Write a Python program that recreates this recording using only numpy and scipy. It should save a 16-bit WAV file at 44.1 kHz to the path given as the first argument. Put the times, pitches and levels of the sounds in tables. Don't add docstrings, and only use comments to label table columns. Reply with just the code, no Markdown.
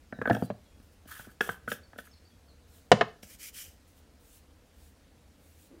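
import sys
import numpy as np
from scipy import signal
from scipy.fft import rfft, irfft, next_fast_len
from scipy.io import wavfile
from scipy.ndimage import uniform_filter1d, map_coordinates

SR = 44100
rng = np.random.default_rng(int(sys.argv[2]) if len(sys.argv) > 2 else 0)


def wrap_up_sound(samples):
    columns = np.atleast_2d(samples).T
    tamed = np.clip(columns, -1, 1)
    steps = np.round(tamed * 32767).astype(np.int16)
    wavfile.write(sys.argv[1], SR, steps)


N = 255780


def amp(db):
    return 10 ** (np.asarray(db) / 20)


def unit(x):
    return x / np.sqrt(np.mean(x ** 2) + 1e-20)


def along(points, hz):
    point_hz, values = np.transpose(points)
    return np.interp(np.log(hz + 1), np.log(point_hz + 1), values)


def wobble(rate):
    knots = rng.standard_normal(int(N * rate / SR) + 4)
    return map_coordinates(knots, [np.arange(N) * rate / SR])


def filtered(x, response):
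    size = next_fast_len(N + SR // 2)
    return irfft(rfft(x, size) * response(np.fft.rfftfreq(size, 1 / SR)), size)[:N]


def rush(spectrum, patchy_db, grain_db):
    grainy = rng.standard_normal(N) * amp(grain_db * wobble(300))
    z = signal.stft(grainy, nperseg=512)[2]
    patches = uniform_filter1d(rng.standard_normal(z.shape), 6, axis=0)
    patches = uniform_filter1d(patches, 8, axis=1)
    x = signal.istft(z * amp(patchy_db * unit(patches)), nperseg=512)[1][:N]
    return unit(filtered(x, lambda hz: amp(along(spectrum, hz))))


def strokes(rows, catch_s, catch_db):
    sag_db, quiet_db = -1.5, -36
    out = np.zeros(N + SR)
    for s, swell, hold, fade, db in rows:
        catch = min(catch_s, swell / 2)
        knots = np.cumsum([0, catch, swell - catch, hold, fade])
        t = np.arange(round(knots[-1] * SR)) / SR
        shape_db = np.interp(t, knots, [quiet_db, catch_db, 0, sag_db, quiet_db])
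        out[round(s * SR):][:len(t)] += amp(db + shape_db)
    return out[:N]


def ring(modes, spread_db, detune, share):
    t = np.arange(SR // 6) / SR
    hz, db, t60 = np.transpose(modes)[..., None]
    hz = hz * (1 + detune * rng.standard_normal(hz.shape))
    db = db + spread_db * rng.standard_normal(db.shape)
    decay = amp(db - 60 * t / (share * t60))
    rise = 1 - np.exp(-t * hz / 1.2)
    return (decay * np.sin(2 * np.pi * hz * t) * rise).sum(axis=0)


def dying(decay, level_db):
    onset_s = .0006
    hz, t, z = signal.stft(rng.standard_normal(SR // 2), SR, nperseg=128)
    fall_db = level_db(hz)[:, None] - 60 * t / along(decay, hz)[:, None]
    x = signal.istft(z * amp(fall_db), SR, nperseg=128)[1]
    rise = np.minimum(np.arange(len(x)) / SR / onset_s, 1)
    return x * np.sin(np.pi / 2 * rise) ** 2


def add(out, s, db, sound):
    out[round(s * SR):][:len(sound)] += amp(db) * sound / np.abs(sound).max()


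# pitch_hz [Hz], level_db [relative dB per Hz]
ROOM_SPECTRUM = [(12, -39), (20, -15), (81, 1), (107, -14), (301, -13.5), (376, -23), (484, -16),
                 (526, -19.5), (1180, -29), (1320, -27), (2970, -31.5), (4520, -32.5), (5650, -34),
                 (10200, -38), (15900, -43)]
# start_s [s], swell_s [s], hold_s [s], fade_s [s], level_db [dB]
LATE_SWELL = [(5.69, 0.024, .08, .1, -58)]
# pitch_hz [Hz], level_db [relative dB per Hz]
SWELL_SPECTRUM = [(110, -39.5), (180, -22), (234, -3), (333, 1), (690, -11), (745, -20), (2500, -25),
                  (3250, -55), (5500, -120)]


def air():
    steady = amp(-59) * rush(ROOM_SPECTRUM, patchy_db=1.2, grain_db=0.5)
    low_noise = rush(SWELL_SPECTRUM, patchy_db=0.5, grain_db=-0.5)
    return steady + strokes(LATE_SWELL, catch_s=.026, catch_db=-7) * low_noise


# start_s [s], length_s [s], first_hz [Hz], last_hz [Hz], level_db [dB before flutter]
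BIRD_NOTES = [(0.087, 0.042, 5400, 5000, -72), (0.125, 0.094, 4150, 3550, -69.5),
              (0.649, 0.07, 3450, 3200, -72), (.74, .03, 3350, 3300, -71), (.425, 0.033, 4750, 4460, -61),
              (0.458, 0.04, 4100, 4030, -68), (1.385, 0.023, 4300, 4200, -76),
              (1.428, .015, 4500, 4460, -83), (1.83, 0.034, 4510, 4420, -62),
              (2.079, 0.019, 6530, 6340, -66.5), (2.113, 0.015, 5380, 5200, -60),
              (2.125, 0.034, 4900, 3940, -63), (2.249, 0.026, 4330, 4760, -64.5),
              (2.3, 0.058, 3450, 3250, -70), (2.478, 0.062, 4700, 3830, -65.5),
              (2.677, .03, 5250, 5380, -71), (2.704, 0.1, 4440, 3600, -75)]


def birds():
    out = np.zeros(N)
    for s, length, first_hz, last_hz, db in BIRD_NOTES:
        u = np.linspace(0, 1, round(length * SR))
        pitch_hz = last_hz + (first_hz - last_hz) * (1 - u) ** 2
        swell = np.sin(np.pi * np.sqrt(u)) ** 2
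        whistle = np.sin(2 * np.pi * np.cumsum(pitch_hz) / SR)
        out[round(s * SR):][:len(u)] += amp(db) * swell * whistle
    flutter = amp(2.8 * wobble(78))
    return out * flutter


# start_s [s], swell_s [s], hold_s [s], fade_s [s], level_db [dB at the peak],
# first_hz [Hz], last_hz [Hz] of the hollow between the palms
PALM_RUBS = [(3.222, 0.011, 0.0042, .07, -50, 2520, 2500), (3.245, 0.066, 0.042, 0.041, -53, 2520, 2010),
             (3.372, .065, 0.055, 0.033, -45, 2720, 2320), (3.518, 0.066, 0.035, .17, -43, 2870, 2710)]
# pitch_hz [Hz], level_db [relative dB per Hz]
PALM_SPECTRUM = [(530, -63), (900, -34), (1240, -12.5), (2060, -5.5), (2380, -4.5), (2680, -12), (3020, -1),
                 (3490, -9), (4280, -8.5), (5240, -2), (11700, -5), (14400, -3), (15800, -11.5)]
# start_s [s], swell_s [s], hold_s [s], fade_s [s], level_db [dB at the peak]
FINGER_STROKES = [(.745, .09, .03, .08, -71.5), (.9, .025, 0.012, .06, -69.5), (2.655, .1, .03, .15, -62),
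                  (3.85, .03, 0.033, .12, -67), (3.945, .03, .015, .1, -65), (4.18, 0.17, .03, .08, -59),
                  (4.72, .12, .04, .13, -64), (5.355, .09, 0.083, 0.17, -66.5), (5.52, .1, .05, 0.09, -63)]
# pitch_hz [Hz], level_db [relative dB per Hz]
FINGER_SPECTRUM = [(1470, -36.5), (2500, -10.5), (2850, -6.5), (4600, -11), (7950, -5), (9720, -6.5),
                   (15800, -6)]


def hands():
    hz, t, z = signal.stft(rush(PALM_SPECTRUM, patchy_db=1.5, grain_db=.8), SR, nperseg=512)
    cup = []
    for s, swell, hold, fade, db, first_hz, last_hz in PALM_RUBS:
        cup += [(s, first_hz), (s + swell + hold, last_hz)]
    cup_hz = np.interp(t, *np.transpose(sorted(cup)))
    hollow = 1 + amp(1.5) * np.exp(-((hz[:, None] - cup_hz) / 350) ** 2)
    palm_noise = unit(signal.istft(z * hollow, SR, nperseg=512)[1][:N])
    palm_gain = strokes([row[:-2] for row in PALM_RUBS], catch_s=.026, catch_db=-7)
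    finger_noise = rush(FINGER_SPECTRUM, patchy_db=2.0, grain_db=0.54)
    finger_gain = strokes(FINGER_STROKES, catch_s=.025, catch_db=-11)
    return palm_gain * palm_noise + finger_gain * finger_noise


# start_s [s], swell_s [s], hold_s [s], fade_s [s],
# level_db [dB of the hiss at the peak], shake_db [dB of the shaken shell above the hiss]
PLASTIC_SLIDES = [(0.206, .012, .004, .03, -65, -7), (.25, 0.034, .02, 0.051, -61, 6),
                  (0.31, 0.016, .035, 0.092, -54, -3), (0.38, .07, .008, .05, -56.5, -12),
                  (1.064, 0.05, 0.1, .17, -50.5, 0.5), (1.296, .014, .004, 0.063, -65, -10),
                  (1.405, 0.0086, .003, .03, -39.5, -24), (1.421, 0.011, .09, .09, -49.5, -21),
                  (1.671, .05, 0.011, 0.084, -44, -8), (1.971, 0.018, 0.0043, 0.072, -51, -7),
                  (2.026, 0.032, .01, 0.083, -61, -1)]
# pitch_hz [Hz], level_db [relative dB per Hz]
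SLIDE_SPECTRUM = [(1290, -34.5), (2200, -9), (2490, -6), (2860, -7), (3160, -1.5), (3980, -11.5),
                  (5630, -10.5), (6480, -9.5), (7160, -9.5), (10200, -6), (12600, -10), (14200, -1.5),
                  (15800, -15)]
# pitch_hz [Hz], level_db [relative dB], t60_s [s before damping share]
SHELL_MODES = [(1080, -13, .03), (1318, -0.5, 0.039), (1393, -1.5, 0.041), (1496, -0.5, 0.088),
               (1640, 3.5, 0.05), (1670, -6.5, .03)]


def slides():
    jerks = rng.standard_normal(N) * amp(4.6 * wobble(150))
    shell = ring(SHELL_MODES, spread_db=0, detune=0, share=.4)
    shaken = unit(signal.fftconvolve(jerks, shell)[:N])
    hiss = rush(SLIDE_SPECTRUM, patchy_db=1.5, grain_db=1.5)
    hiss_rows = [row[:-1] for row in PLASTIC_SLIDES]
    shake_rows = [(*shape, db + shake_db) for *shape, db, shake_db in PLASTIC_SLIDES]
    hiss_gain = strokes(hiss_rows, catch_s=.012, catch_db=-7.5)
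    shake_gain = strokes(shake_rows, catch_s=.012, catch_db=-7.5)
    return hiss_gain * hiss + shake_gain * shaken


# shell_db, boom_db, knock_db, click_db [dB]
TAPS_AND_CLAP = [(0.1244, -33, -32.5, -32.5, -62), (0.1865, -41, -28.5, -36.5, -85),
                 (0.2145, -23.5, -54, -25, -51), (0.2184, -40, -28.5, -48, -47),
                 (0.255, -19, -37, -26, -71), (0.2742, -21.5, -27, -22, -41),
                 (0.3081, -18.5, -15.5, -19, -48), (0.3291, -43, -30.5, -32, -37),
                 (0.3478, -31, -28, -29, -34.5), (0.365, -60, -35, -23.5, -43), (0.383, -58, -34, -58, -67),
                 (0.7985, -60, -47, -66, -62), (1.0545, -64, -45.5, -50.5, -59),
                 (1.1943, -39, -45.5, -40.5, -59.5), (1.2692, -62, -42, -47, -70.5),
                 (1.3142, -54, -54, -59, -68), (1.4069, -14.5, -32.5, -21, -21.5),
                 (1.4344, -54, -53, -51, -49), (1.473, -40.5, -58, -39, -63),
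                 (1.49, -20.5, -33.5, -26.5, -34), (1.6761, -24, -33.5, -33, -47),
                 (1.7158, -21.5, -34, -27.5, -25), (1.9315, -44.5, -48, -45.5, -59),
                 (1.9574, -49, -47.5, -46, -63.5), (1.9847, -31.5, -43, -36.5, -42.5),
                 (3.2289, -55, -42.5, -44, -43)]
# pitch_hz [Hz], level_db [relative dB], t60_s [s before damping share]
BOOM_MODES = [(115.5, -4.5, 0.15), (158.9, -4.5, 0.084), (202.8, -3, .11), (241.6, -3, 0.08)]
KNOCK_MODES = [(327.4, -4, 0.025), (440, -3.5, 0.04), (501.7, 2, 0.044), (595.6, 3.5, 0.042),
               (690, 1, 0.03), (794, -12, 0.024)]
CLICK_MODES = [(2280, -4, .015), (2640, -1, .015), (2900, -1, .015), (3230, -1, .018), (3600, -6, .012),
               (4300, -8, .01), (5000, -8, .01), (5600, -8, .01), (6700, -14, .008), (8400, -16, .008)]


def hits():
    contact_s, ring_share = 0.0046, 0.49
    out, t = np.zeros(N + SR), np.arange(SR // 10) / SR
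    u = t / contact_s
    rattle = amp(-32) * np.exp(-t / .02)
    swell = (1 - np.exp(-u / 0.14)) * (np.exp(-u ** 2) + rattle)
    for s, *levels_db in TAPS_AND_CLAP:
        for db, modes in zip(levels_db, (SHELL_MODES, BOOM_MODES, KNOCK_MODES, CLICK_MODES)):
            push = swell * rng.standard_normal(len(t))
            body = ring(modes, spread_db=2, detune=.025, share=ring_share)
            add(out, s, db, signal.fftconvolve(push, body))
    return out[:N]


# start_s [s], knock_db, boom_db, top_db [dB at the peak],
# soft_db [dB per octave, well above 1 kHz], share [ratio of knock and boom ring time]
LANDINGS = [(0.2984, -12.5, -21, -23.5, 3.5, 1.65), (0.4232, -19.5, -17, -35.5, 9, 0.68),
            (.502, -21.5, -26, -31, 8, 0.75), (2.9164, 0.5, -12.5, -4, -1, 0.96),
            (3.0104, -11, -27.5, -11, 7, 1.04)]
# pitch_hz [Hz], level_db [relative dB per Hz]
TOP_SPECTRUM = [(470, -31), (800, -9.5), (1230, -4), (1380, -9.5), (1480, -2), (1770, -3), (2170, -19.5),
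                (2660, -8.5), (3490, -18.5), (5810, -24.5), (12000, -42), (15600, -76.5), (22000, -120)]
# pitch_hz [Hz], t60_s [s]
TOP_DECAY_TIMES = [(800, 0.058), (2000, 0.035), (4000, 0.05), (10000, 0.023)]


def landings():
    out = np.zeros(N + SR)
    for s, knock_db, boom_db, top_db, soft_db, share in LANDINGS:
        add(out, s, knock_db, ring(KNOCK_MODES, spread_db=5.5, detune=0.003, share=share))
        add(out, s, boom_db, ring(BOOM_MODES, spread_db=5.0, detune=0.015, share=share))
        clatter = dying(TOP_DECAY_TIMES,
                        lambda hz: along(TOP_SPECTRUM, hz) - soft_db * np.log2(1 + hz / 1000))
        add(out, s, top_db, clatter)
    return out[:N]


# pitch_hz [Hz], t60_s [s]
WALL_DECAY = [(100, 0.42), (500, 0.31), (2000, 0.29), (6000, 0.37), (14000, 0.13)]


def room(x, count=8):
    out, size = np.zeros(N + SR), N // count
    for k in range(count):
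        tail = dying(WALL_DECAY, np.zeros_like)
        delayed = np.pad(x[k * size:][:size], (250, 0))
        wet = signal.fftconvolve(delayed, tail / np.linalg.norm(tail))
        out[k * size:][:len(wet)] += wet
    return out[:N]


def scene():
    background, far = air(), birds()
    rubbing = hands() + slides()
    taps, blows = hits(), landings()
    wet = room(amp(-13) * taps + amp(-17.0) * blows + amp(-16.5) * rubbing + amp(-1) * far)
    close = filtered(taps + blows + wet, lambda hz: (1j * hz / (70 + 1j * hz)) ** 3)
    return (close + rubbing + far + background)[None]


def record(dry):
    ceiling, top_hz = .92, 15800
    soft = dry[0] / (1 + np.abs(dry[0] / ceiling) ** 6) ** (1 / 6)
    return filtered(soft, lambda hz: hz < top_hz)[None]


dry = scene()
out = record(dry)
wrap_up_sound(out)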